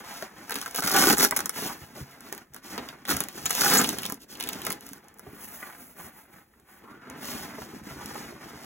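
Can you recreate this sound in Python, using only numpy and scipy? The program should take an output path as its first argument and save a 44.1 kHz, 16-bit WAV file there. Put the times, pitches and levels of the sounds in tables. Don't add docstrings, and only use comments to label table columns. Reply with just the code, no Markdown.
import sys
import numpy as np
from scipy import signal
from scipy.fft import rfft, irfft, next_fast_len
from scipy.io import wavfile

SR = 44100
rng = np.random.default_rng(int(sys.argv[2]) if len(sys.argv) > 2 else 0)


def digitize_waveform(pressure):
    field = np.atleast_2d(pressure).T
    bounded = np.clip(field, -1, 1)
    quanta = np.round(bounded * 32767).astype(np.int16)
    wavfile.write(sys.argv[1], SR, quanta)


N = 381465
T = np.arange(N) / SR

# (frequency [Hz], gain [dB])
ROOM_TONE_EQ = [(25, -0.5), (60, 4.5), (250, -11), (1000, -25.5), (4000, -24), (16000, -18)]
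PADDING_EQ = [(25, -38.5), (62, -9.5), (100, -9), (140, -5.5), (230, 2.5), (400, -3.5), (520, -11),
              (800, -38)]
CLOTH_EQ = [(250, -18.5), (480, -14), (660, 0.5), (820, 1), (1000, 0), (1400, 0), (2100, -1.5),
            (2700, -10.5), (4500, -15)]
WEAVE_EQ = [(1200, -49), (2600, 1.5), (4000, 2), (5500, 6), (8000, 1), (11500, 4.5), (15500, 3.5)]
CRINKLE_EQ = [(1300, -27), (2400, 0), (3800, 4.5), (5000, -1.5), (7500, -13)]
TICK_EQ = [(3200, -54), (5400, 7.5), (6800, 7), (8200, 5), (11000, 11.5), (13000, 5), (15500, 8.5)]
PANEL_EQ = [(25, -34), (62, -4), (100, -18), (140, -1), (200, 4.5), (270, 9.5), (330, 4), (400, 6),
            (520, -22), (800, -39)]
TAPE_EQ = [(250, -12.5), (480, 2), (660, -3), (810, 2), (930, 1.5), (1250, 2.5), (1480, 3), (1750, 0.5),
           (2200, -1), (2700, -13), (4500, -8.5)]
HOOKS_EQ = [(1200, -27.5), (2600, -3), (3800, 2.5), (5600, 6.5), (7300, 2.5), (9000, 1.5), (11300, 5),
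            (13000, 2.5), (15500, 3.5)]
# (frequency [Hz], level [dB], t60 [s])
HOLLOW_MODES = [(137.7, -5.5, 0.99), (260, -6, 0.1), (404.5, -1.5, 0.29), (819, 7.5, 0.23)]
# (frequency [Hz], lead of the left [rad])
PORT_PHASE = [(0, 0), (1100, -.4), (2600, .6), (4700, 3.14), (17500, 22.0)]
# (time [s], level [dB])
THUMP_CUES = [(0.837, -27), (1.816, -30), (2.01, -21.5), (2.503, -41), (3.138, -22), (3.437, -31),
              (3.612, -32.5), (5.271, -32), (6.042, -35.5), (6.62, -55), (7.345, -35), (7.4, -35),
              (7.612, -29), (7.815, -34), (7.908, -30), (7.961, -33), (8.031, -33), (8.12, -35),
              (8.21, -43), (8.26, -38), (8.334, -35), (8.438, -35), (8.54, -34)]
# (time [s], level [dB], brightness [Hz])
KNOCK_CUES = [(0.225, -16, 610), (0.556, -26.5, 324), (0.846, -18.5, 218), (1.112, -8.5, 335),
              (1.323, -8, 1310), (1.624, -17.5, 433), (1.66, -21, 292), (2.325, -24, 407), (2.78, -22, 715),
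              (3.128, -23, 215), (3.208, -22.5, 243), (4.101, -33, 900), (4.122, -20, 297),
              (4.667, -15.5, 1040), (4.913, -29.5, 260), (5.266, -27, 435), (5.332, -30, 264),
              (5.628, -18, 1440), (5.698, -38, 1360), (5.994, -29.5, 1010), (6.538, -44.5, 1680),
              (7.348, -23.5, 300), (7.46, -32, 215), (7.583, -22.5, 544), (7.619, -24.5, 1230),
              (7.735, -24.5, 333), (7.813, -28, 205), (7.869, -25.5, 263), (7.874, -34, 1290),
              (7.96, -30.5, 254), (8.008, -26.5, 945), (8.05, -26.5, 237), (8.155, -21, 765),
              (8.202, -30.5, 242), (8.324, -28, 480), (8.459, -27, 305), (8.532, -29, 400)]
# (frequency [Hz], level [dB], t60 [s])
HARDWARE_MODES = [(208.3, 1, 0.19), (277, 6, 0.086), (420, 3, 0.098), (646, 8, 0.032), (816, 3.5, 0.056),
                  (1007, 2.5, 0.1), (1256, -2, 0.06), (1412, 0, 0.063), (1900, 13.5, 0.02),
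                  (2260, -11, 0.12)]
# (start [s], length [s], cloth level [dB], padding offset [dB], hiss offset [dB])
STROKE_CUES = [(-0.05, 0.076, -42, -1, 1.5), (0.025, 0.3, -41, -8.5, 1), (0.302, 0.51, -49, 0, 0.5),
               (0.468, 0.35, -46, -11, 5), (1.289, 0.23, -43, 1.5, 1), (1.53, 0.23, -36.5, -3.5, 6),
               (1.706, 0.27, -49.5, 0.5, 2), (1.952, 0.099, -48.5, 4.5, 4.5), (1.994, 0.25, -52, -4, -0.5),
               (2.189, 0.27, -48, -1.5, 0.5), (2.537, 0.066, -53, -3, -1), (2.635, 0.19, -47, -1.5, 6.5),
               (2.736, 0.11, -39.5, 0.5, -19), (2.799, 0.16, -47, -1, -1), (2.898, 0.41, -54.5, 1.5, -5),
               (3.097, 0.18, -39, -0.5, 4), (3.276, 0.27, -45.5, 1.5, 6), (3.454, 0.38, -36, -5, 10.5),
               (3.76, 0.23, -37.5, 5, 7.5), (3.913, 0.27, -44.5, 2, 6), (4.214, 0.021, -60, 8, 16.5),
               (4.296, 0.063, -53, 3, 10), (4.359, 0.35, -43.5, 1.5, 2), (4.581, 0.21, -40, 0, 1.5),
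               (4.785, 0.23, -52, 0, 4), (4.938, 0.23, -57, -1, -10), (5.13, 0.5, -54, 3.5, -5),
               (5.303, 0.5, -49.5, -7, 3), (5.586, 0.21, -46.5, -9.5, -26), (5.72, 0.26, -55, 1, 1.5),
               (5.962, .15, -47, -3, -4.5), (6.123, 0.14, -52.5, -5.5, -5.5), (6.29, 0.16, -56, -1.5, -9.5),
               (6.668, 0.17, -55.5, -6, -4.5), (6.816, 0.19, -54, 4.5, -10.5),
               (7.005, 0.28, -47.5, 1.5, -16), (7.172, 0.36, -41.5, -1.5, 5.5),
               (7.385, 0.28, -45.5, -1, -4), (7.559, 0.12, -49, 3, 5.5), (7.674, 0.16, -48.5, 2.5, 0),
               (7.837, 0.15, -46, 0.5, 1.5), (7.913, 0.51, -42, 0, 0), (8.391, 0.19, -46, -1, -2),
               (8.532, 0.35, -44, -1.5, 1.5)]
# (time [s], top-octave gain [dB])
HISS_SHEEN = [(0, -3), (0.6, -3.5), (1.6, 0), (2.7, -2.5), (4.6, -3), (5.5, 8), (6.4, 13), (7.3, -0.5),
              (8.6, -5)]
# (start [s], length [s], level [dB], from [Hz], to [Hz])
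POCKET_CUES = [(1.654, 0.079, -36, 690, 1060), (1.953, 0.042, -43, 720, 400), (6.809, 0.19, -51, 950, 1420),
               (6.975, 0.19, -50.5, 1470, 1200)]
# (start [s], end [s], tick level [dB])
STRAIN_CUES = [(0.505, 0.7, -47), (2.2, 2.42, -41.5), (3.837, 4.15, -34), (4.349, 4.75, -44)]
# (time [s], tick level [dB], crinkle offset [dB], tape offset [dB])
SNAP_CUES = [(0.2243, -37, 4.5, 10), (0.496, -30.5, -6, 4), (0.508, -28, -6, 5), (0.5181, -35.5, 4, 7),
             (0.522, -31, 6, 10), (0.5428, -28.5, -6, -5), (0.556, -28, -0.5, 7.5), (0.5615, -28, -2, 1),
             (0.587, -35, 3, 5), (0.6147, -29.5, -1, -1), (0.626, -43, -2, 13), (0.661, -32.5, -4, 8),
             (0.67, -39, -8, 7), (0.679, -34.5, -9, 4), (0.711, -37, -8, -7), (0.7459, -31, -1, 1.5),
             (0.75, -26, -1, -3), (0.7605, -23.5, -4, -2), (0.8234, -29.5, 1.5, 7), (0.925, -31.5, -6, 9),
             (0.943, -26, -6, 12.5), (0.9665, -27, -5, 9.5), (1.024, -25.5, 4, 11.5), (1.037, -21, 2, 6),
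             (1.172, -27, -11, 7), (1.178, -26, -10, -3), (1.183, -15, -22, -9), (1.188, -23, -23, -6),
             (1.208, -16, -24, 3.5), (1.222, -24, -8, 0), (1.229, -20.5, -8, 1.5),
             (1.243, -15.5, -12.5, -4), (1.249, -10, -19, -0.5), (1.31, -18, -21, 2),
             (1.3638, -17.5, -15, -1), (1.367, -17.5, -13, -6), (1.3693, -17, -12, -3),
             (1.3738, -21, -15, -3), (1.391, -23.5, -5, 4), (1.4049, -23.5, -12, 3.5),
             (1.407, -34.5, -10, 0), (1.4583, -21, -20, -5), (1.4604, -27, -9, -7.5),
             (1.4943, -21, -11.5, -3), (2.326, -29, -21, 4.5), (2.379, -37, -5, 2.5),
             (2.5368, -44, -10, -5), (2.5454, -37, -13, -2), (2.5638, -38, -6, 1), (2.779, -35, 8.5, 12.5),
             (2.888, -38.5, 9.5, 4), (3.053, -38, 8, 7), (3.1665, -25, -4, -4), (3.169, -26, -11, 1.5),
             (3.205, -17.5, -8, -4), (3.2385, -28, -7, -8), (3.2857, -29, -6, -1.5), (3.4572, -21, -1, -4),
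             (3.461, -28.5, 9, 2), (3.496, -29, -8, -3), (3.5065, -21, -3, 3), (3.509, -19.5, -8, -8.5),
             (3.529, -28.5, -8, -4), (3.551, -21.5, -3, -5), (3.839, -27, 0, 0.5), (3.8436, -25, 9, -0.5),
             (3.8905, -21, 0.5, -3), (3.8925, -23, 0, -5), (3.9857, -25, 1, -8), (4.0329, -30, 7, -4),
             (4.054, -29.5, 6, 0), (4.063, -25, -4, -27), (4.0997, -28.5, -23, 3), (4.107, -40.5, -14, -8),
             (4.1228, -25.5, -15, -4.5), (4.1435, -37.5, -14, -11), (4.3525, -44.5, 12, -9),
             (4.4, -31, 2.5, -5), (4.4038, -34.5, 4, 1), (4.4085, -28.5, 2, 0), (4.426, -30.5, 3, -19),
             (4.4384, -30, 3, -24), (4.4733, -35, 5, -15), (4.4896, -23.5, 0, -10), (4.5295, -37, 4, -12),
             (4.5325, -30.5, -1, -9), (4.618, -34, 3, -9), (4.651, -28, 2, -13), (4.6648, -31, -12, -9),
             (4.6673, -19.5, -14, 4.5), (4.7025, -29, -4, -5), (4.7058, -27.5, -4.5, 6),
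             (4.72, -29, -3, -10), (4.7264, -26.5, -7, -18), (4.8088, -40, -6, -16),
             (4.8663, -37.5, -14, -8), (4.89, -39, -12, -3), (4.933, -35.5, -8, 0), (4.9813, -52, -14, -10),
             (5.043, -55, -10, -14), (5.084, -47.5, -5, -10), (5.142, -51, -15, -13),
             (5.1757, -55, -15, -10), (5.186, -46, -13, -5), (5.1947, -38, -22, -1),
             (6.599, -54.5, -12, -2.5), (7.1, -38, -29, -1.5), (8.0594, -33, -4, -13)]
# (time [s], level [dB], pitch [Hz], half-length [s])
SQUEAK_CUES = [(3.462, -23, 6920, 0.0053), (3.788, -15.5, 7300, 0.011)]
# (frequency [Hz], bandwidth [Hz], level [dB])
TAUT_MODES = [(810, 60, -6), (1270, 150, -6), (1462, 90, -5)]
# (start [s], length [s], tape level at full force [dB], crackle offset [dB], ring offset [dB])
PULL_CUES = [(0.753, 0.044, -39.5, 12.5, -1), (0.816, 0.31, -22.5, 3, -6.5),
             (1.029, 0.075, -24.5, -7, -4.5), (1.163, 0.044, -24, 2.5, -17), (1.2, 0.041, -25, 8, -9),
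             (3.062, 0.055, -28.5, 4.5, -7), (3.593, 0.022, -24, 8.5, -5), (3.57, 0.23, -24, 4, -5.5),
             (3.783, 0.016, -19.5, -3.5, -9.5)]


def undb(db):
    return 10 ** (np.asarray(db) / 20)


def unit(x):
    return x / np.sqrt(np.mean(x ** 2))


def add(track, start, sound):
    i = int(np.clip(start * SR, 0, N - 1))
    track[i:i + len(sound)] += sound[:N - i]


def butter(x, order, hz, kind):
    return signal.sosfilt(signal.butter(order, hz, kind, fs=SR, output="sos"), x)


def eq(x, curve, size=4096):
    hz, db = np.transpose(curve)
    grid = np.maximum(np.arange(size // 2 + 1) * SR / size, 1)
    octaves_out = np.maximum(np.log2(grid / hz[-1]), 0) + np.maximum(np.log2(hz[0] / grid), 0)
    gain = undb(np.interp(np.log(grid), np.log(hz), db) - 10 * octaves_out)
    cepstrum = irfft(np.log(gain))
    cepstrum[1:size // 2] *= 2
    cepstrum[size // 2 + 1:] = 0
    response = irfft(np.exp(rfft(cepstrum)))
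    return signal.oaconvolve(x, response / np.linalg.norm(response))[:len(x)]


def resonate(x, hz, width_hz):
    turn = np.exp(2j * np.pi * np.cumsum(hz) / SR)
    pole = np.exp(-np.pi * width_hz / SR)
    return np.sqrt(2 * (1 - pole ** 2)) * np.real(turn * signal.lfilter([1], [1, -pole], x / turn))


def wander(rate_hz):
    knots = rng.standard_normal(8192)
    return 1.2 * np.interp(T * rate_hz, np.arange(len(knots)), knots)


def fade(t60, length):
    return np.exp(-np.log(1000) * T[:int(length * SR)] / t60)


def grains(per_s, spread_db, t60):
    sizes = undb(spread_db * np.minimum(rng.exponential(size=N), 4))
    onsets = (rng.random(N) < per_s / SR) * sizes ** 2 / per_s
    power = np.abs(signal.oaconvolve(onsets, fade(t60, .03) ** 2)[:N])
    return unit(np.sqrt(power) * rng.standard_normal(N))


def room_tone():
    return undb(-65) * eq(rng.standard_normal(N), ROOM_TONE_EQ)


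def wash(x, t60, side_hz):
    t = T[:SR // 3]
    tails = rng.standard_normal((2, len(t))) * undb(-60 * t / t60) * (1 - np.exp(-t / 0.0019))
    mid, side = tails / np.linalg.norm(tails, axis=1, keepdims=True) / np.sqrt(2)
    side = butter(side, 1, side_hz, "high")
    return np.array([signal.oaconvolve(x, tail)[:N] for tail in (mid + side, mid - side)])


def shifting_wash(x, t60, side_hz, turn_hz=3):
    turn = 2 * np.pi * turn_hz * T + wander(12)
    return np.cos(turn) * wash(x, t60, side_hz) + np.sin(turn) * wash(x, t60, side_hz)


def room(x):
    mids = butter(x, 2, [420, 3600], "band")
    table = undb(-4) * shifting_wash(mids, t60=.045, side_hz=150)
    walls = undb(-12) * shifting_wash(x, t60=.091, side_hz=200)
    t = T[:SR // 3]
    ring = sum(undb(db - 60 * t / t60) * np.cos(2 * np.pi * hz * t) for hz, db, t60 in HOLLOW_MODES)
    hollow = undb(-33) * signal.oaconvolve(x, ring / np.linalg.norm(ring))[:N]
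    return table + walls + hollow


def mic_ports(x):
    size = next_fast_len(N + SR, True)
    hz = np.arange(size // 2 + 1) * SR / size
    lead = np.interp(hz, *np.transpose(PORT_PHASE))
    return irfft(rfft(x, size) * np.exp(.5j * np.outer([1, -1], lead)), size)[:, :N]


def bag_thumps(modes_hz=(82.5, 130.8), t60=0.09, attack_s=0.0049):
    out, t = np.zeros(N), T[:SR // 4]
    envelope = undb(-60 * t / t60) * (1 - np.exp(-t / attack_s))
    for start, db in THUMP_CUES:
        low, high = 2 * np.pi * np.array(modes_hz) * (1 + 0.025 * rng.standard_normal(2))
        bump = (0.86 * np.sin(low * t) + np.sin(high * t)) * envelope
        add(out, start, undb(db - 8) * bump / np.abs(bump).max())
    return out


def hardware_knocks(focus_db=13.5, hard_hz=890, attack_cycles=0.4):
    out, t = np.zeros(N), T[:int(.15 * SR)]
    for start, db, bright_hz in KNOCK_CUES:
        scatter = rng.standard_normal((len(HARDWARE_MODES), 2))
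        ring = 0
        for (hz, mode_db, t60), (detune, phase) in zip(HARDWARE_MODES, scatter):
            octaves_off = max(np.log2(hz / bright_hz), -1)
            envelope = undb(mode_db - focus_db * octaves_off ** 2 - 60 * t / t60)
            ring += envelope * np.sin(2 * np.pi * hz * (1 + 0.046 * detune) * t + phase)
        rasp = eq(rng.standard_normal(len(t)) * undb(-60 * t / 0.045), CLOTH_EQ)
        scuff = 0.33 * min(bright_hz / hard_hz, 1) * unit(rasp)
        attack = 1 - np.exp(-t * bright_hz / attack_cycles)
        clack = 5.9 * np.sin(2 * np.pi * bright_hz * t) * np.exp(-bright_hz * t)
        blow = (unit(ring) + scuff) * attack + clack
        add(out, start, undb(db - 6) * blow / np.abs(blow).max())
    return out


def stroke_envelopes(overlap_s=0.022, skew=0.81, hiss_power=1.67):
    settling = undb([-67.5, -65, -80])
    cloth, padding, hiss = power = np.outer(settling ** 2, np.ones(N))
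    for start, length, db, padding_db, hiss_db in STROKE_CUES:
        progress = (T - start + overlap_s) / (length + 2 * overlap_s)
        during = (progress > 0) & (progress < 1)
        speed = np.sin(np.pi * progress[during] ** skew)
        cloth[during] += (undb(db) * speed) ** 2
        padding[during] += (undb(db + padding_db) * speed) ** 2
        hiss[during] += (undb(db + hiss_db) * speed ** hiss_power) ** 2
    return np.sqrt(power)


def nylon_rubs():
    cloth_gain, padding_gain, hiss_gain = stroke_envelopes()
    grip = undb(1.53 * wander(45))
    creases = grains(800, spread_db=1.5, t60=.042) * grip
    threads = grains(4000, spread_db=2.4, t60=.004) * grip
    cloth = undb(-0.5) * eq(creases * cloth_gain, CLOTH_EQ)
    padding = undb(0.13) * eq(creases * padding_gain, PADDING_EQ)
    hiss = undb(-0.1) * eq(threads * hiss_gain, WEAVE_EQ)
    sheen = undb(np.interp(T, *np.transpose(HISS_SHEEN)))
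    hiss += (sheen - 1) * butter(hiss, 2, 7500, "high")
    return cloth + padding + hiss


def air_pockets(width_hz=400):
    out = np.zeros(N)
    friction = grains(1500, spread_db=1, t60=.01)
    for start, length, db, from_hz, to_hz in POCKET_CUES:
        progress = np.clip((T - start) / length, 0, 1)
        hz = from_hz + (to_hz - from_hz) * progress
        hollow = resonate(resonate(friction, hz, width_hz), hz, width_hz)
        out += undb(db) * np.sin(np.pi * progress) * unit(hollow)
    return out


def strain_ticks(per_s=11, crinkle_db=-12, tape_db=0.5):
    cues = []
    for start, end, db in STRAIN_CUES:
        slots = np.arange(start, end - 1 / per_s, 1 / per_s)
        for slot, lag in zip(slots, rng.random(size=64)):
            cues.append((slot + lag / per_s, db, crinkle_db, tape_db))
    return cues


def crack(ring_t60, ring_db, tail_t60, tail_db):
    decays = np.array([fade(ring_t60, .05), fade(tail_t60, .05)])
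    ring, tail = rng.standard_normal(decays.shape) * decays
    sound = undb(ring_db) * ring / np.linalg.norm(ring) + undb(tail_db) * tail / np.linalg.norm(tail)
    sound[0] = 1
    return sound * np.sqrt(.002 * SR / np.sum(sound ** 2))


def snaps():
    tick, crinkle, pluck = np.zeros((3, N))
    for start, db, crinkle_db, tape_db in SNAP_CUES + strain_ticks():
        add(tick, start, undb(db) * crack(ring_t60=.004, ring_db=-1.5, tail_t60=.03, tail_db=-10))
        add(crinkle, start, undb(db + crinkle_db) * crack(.02, 10, .07, 9))
        add(pluck, start, undb(db + tape_db) * crack(.014, 4, .06, -2))
    return (undb(4) * eq(tick, TICK_EQ) + undb(-2.5) * eq(crinkle, CRINKLE_EQ)
            + undb(-3) * eq(pluck, TAPE_EQ))


def hook_squeaks(width_hz=950):
    out = np.zeros(N)
    for centre, db, hz, half_length in SQUEAK_CUES:
        chatter = butter(rng.standard_normal(N), 2, [hz - width_hz / 2, hz + width_hz / 2], "band")
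        out += undb(db) * np.exp(-((T - centre) / half_length) ** 2) * unit(chatter)
    return out


def pull_envelopes(slack_db=10.5, build_power=1.89, grab_s=0.025, release_db_per_s=519):
    power = np.zeros((4, N))
    for start, length, db, crackle_db, ring_db in PULL_CUES:
        to_go = np.clip(1 - (T - start) / length, 0, 1)
        force_db = -slack_db * to_go ** build_power
        grab = np.clip((T - start) / grab_s, 0, 1)
        release = undb(-release_db_per_s * np.maximum(T - start - length, 0))
        layers_db = np.array([force_db, 2.1 * force_db - 1,
                              crackle_db + 0.95 * force_db, ring_db + 1.2 * force_db])
        power += (grab * release * undb(db + layers_db)) ** 2
    return np.sqrt(power)


def strap_rips():
    tape_gain, panel_gain, crackle_gain, ring_gain = pull_envelopes()
    hooks_per_s = 600 + 2000 * tape_gain / tape_gain.max()
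    bunches = undb(2 * wander(170))
    releases = unit(grains(hooks_per_s, spread_db=2.3, t60=.0035) * bunches)
    hooks = unit(grains(hooks_per_s, spread_db=2.4, t60=.0018) * bunches)
    jerks = unit(releases * undb(2.4 * wander(130)))
    tuning = 1 + .025 * wander(16)
    ring = sum(undb(db) * resonate(jerks * ring_gain, hz * tuning, width) for hz, width, db in TAUT_MODES)
    tape = undb(-3) * eq(jerks * tape_gain, TAPE_EQ)
    panel = eq(releases * panel_gain, PANEL_EQ)
    crackle = undb(2) * eq(hooks * crackle_gain, HOOKS_EQ)
    return tape + ring + panel + crackle


def scene():
    foley = (strap_rips() + hook_squeaks() + snaps() + nylon_rubs() + air_pockets()
             + hardware_knocks() + bag_thumps())
    return undb(-2.19) * (mic_ports(foley + room_tone()) + room(foley))


def record(dry, ceiling=0.75, low_cut_hz=42, high_cut_hz=15800):
    lean = butter(dry, 4, low_cut_hz, "high")
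    rounded = ceiling * np.tanh(lean / ceiling)
    return signal.sosfilt(signal.ellip(8, .2, 70, high_cut_hz, fs=SR, output="sos"), rounded)


dry = scene()
out = record(dry)
digitize_waveform(out)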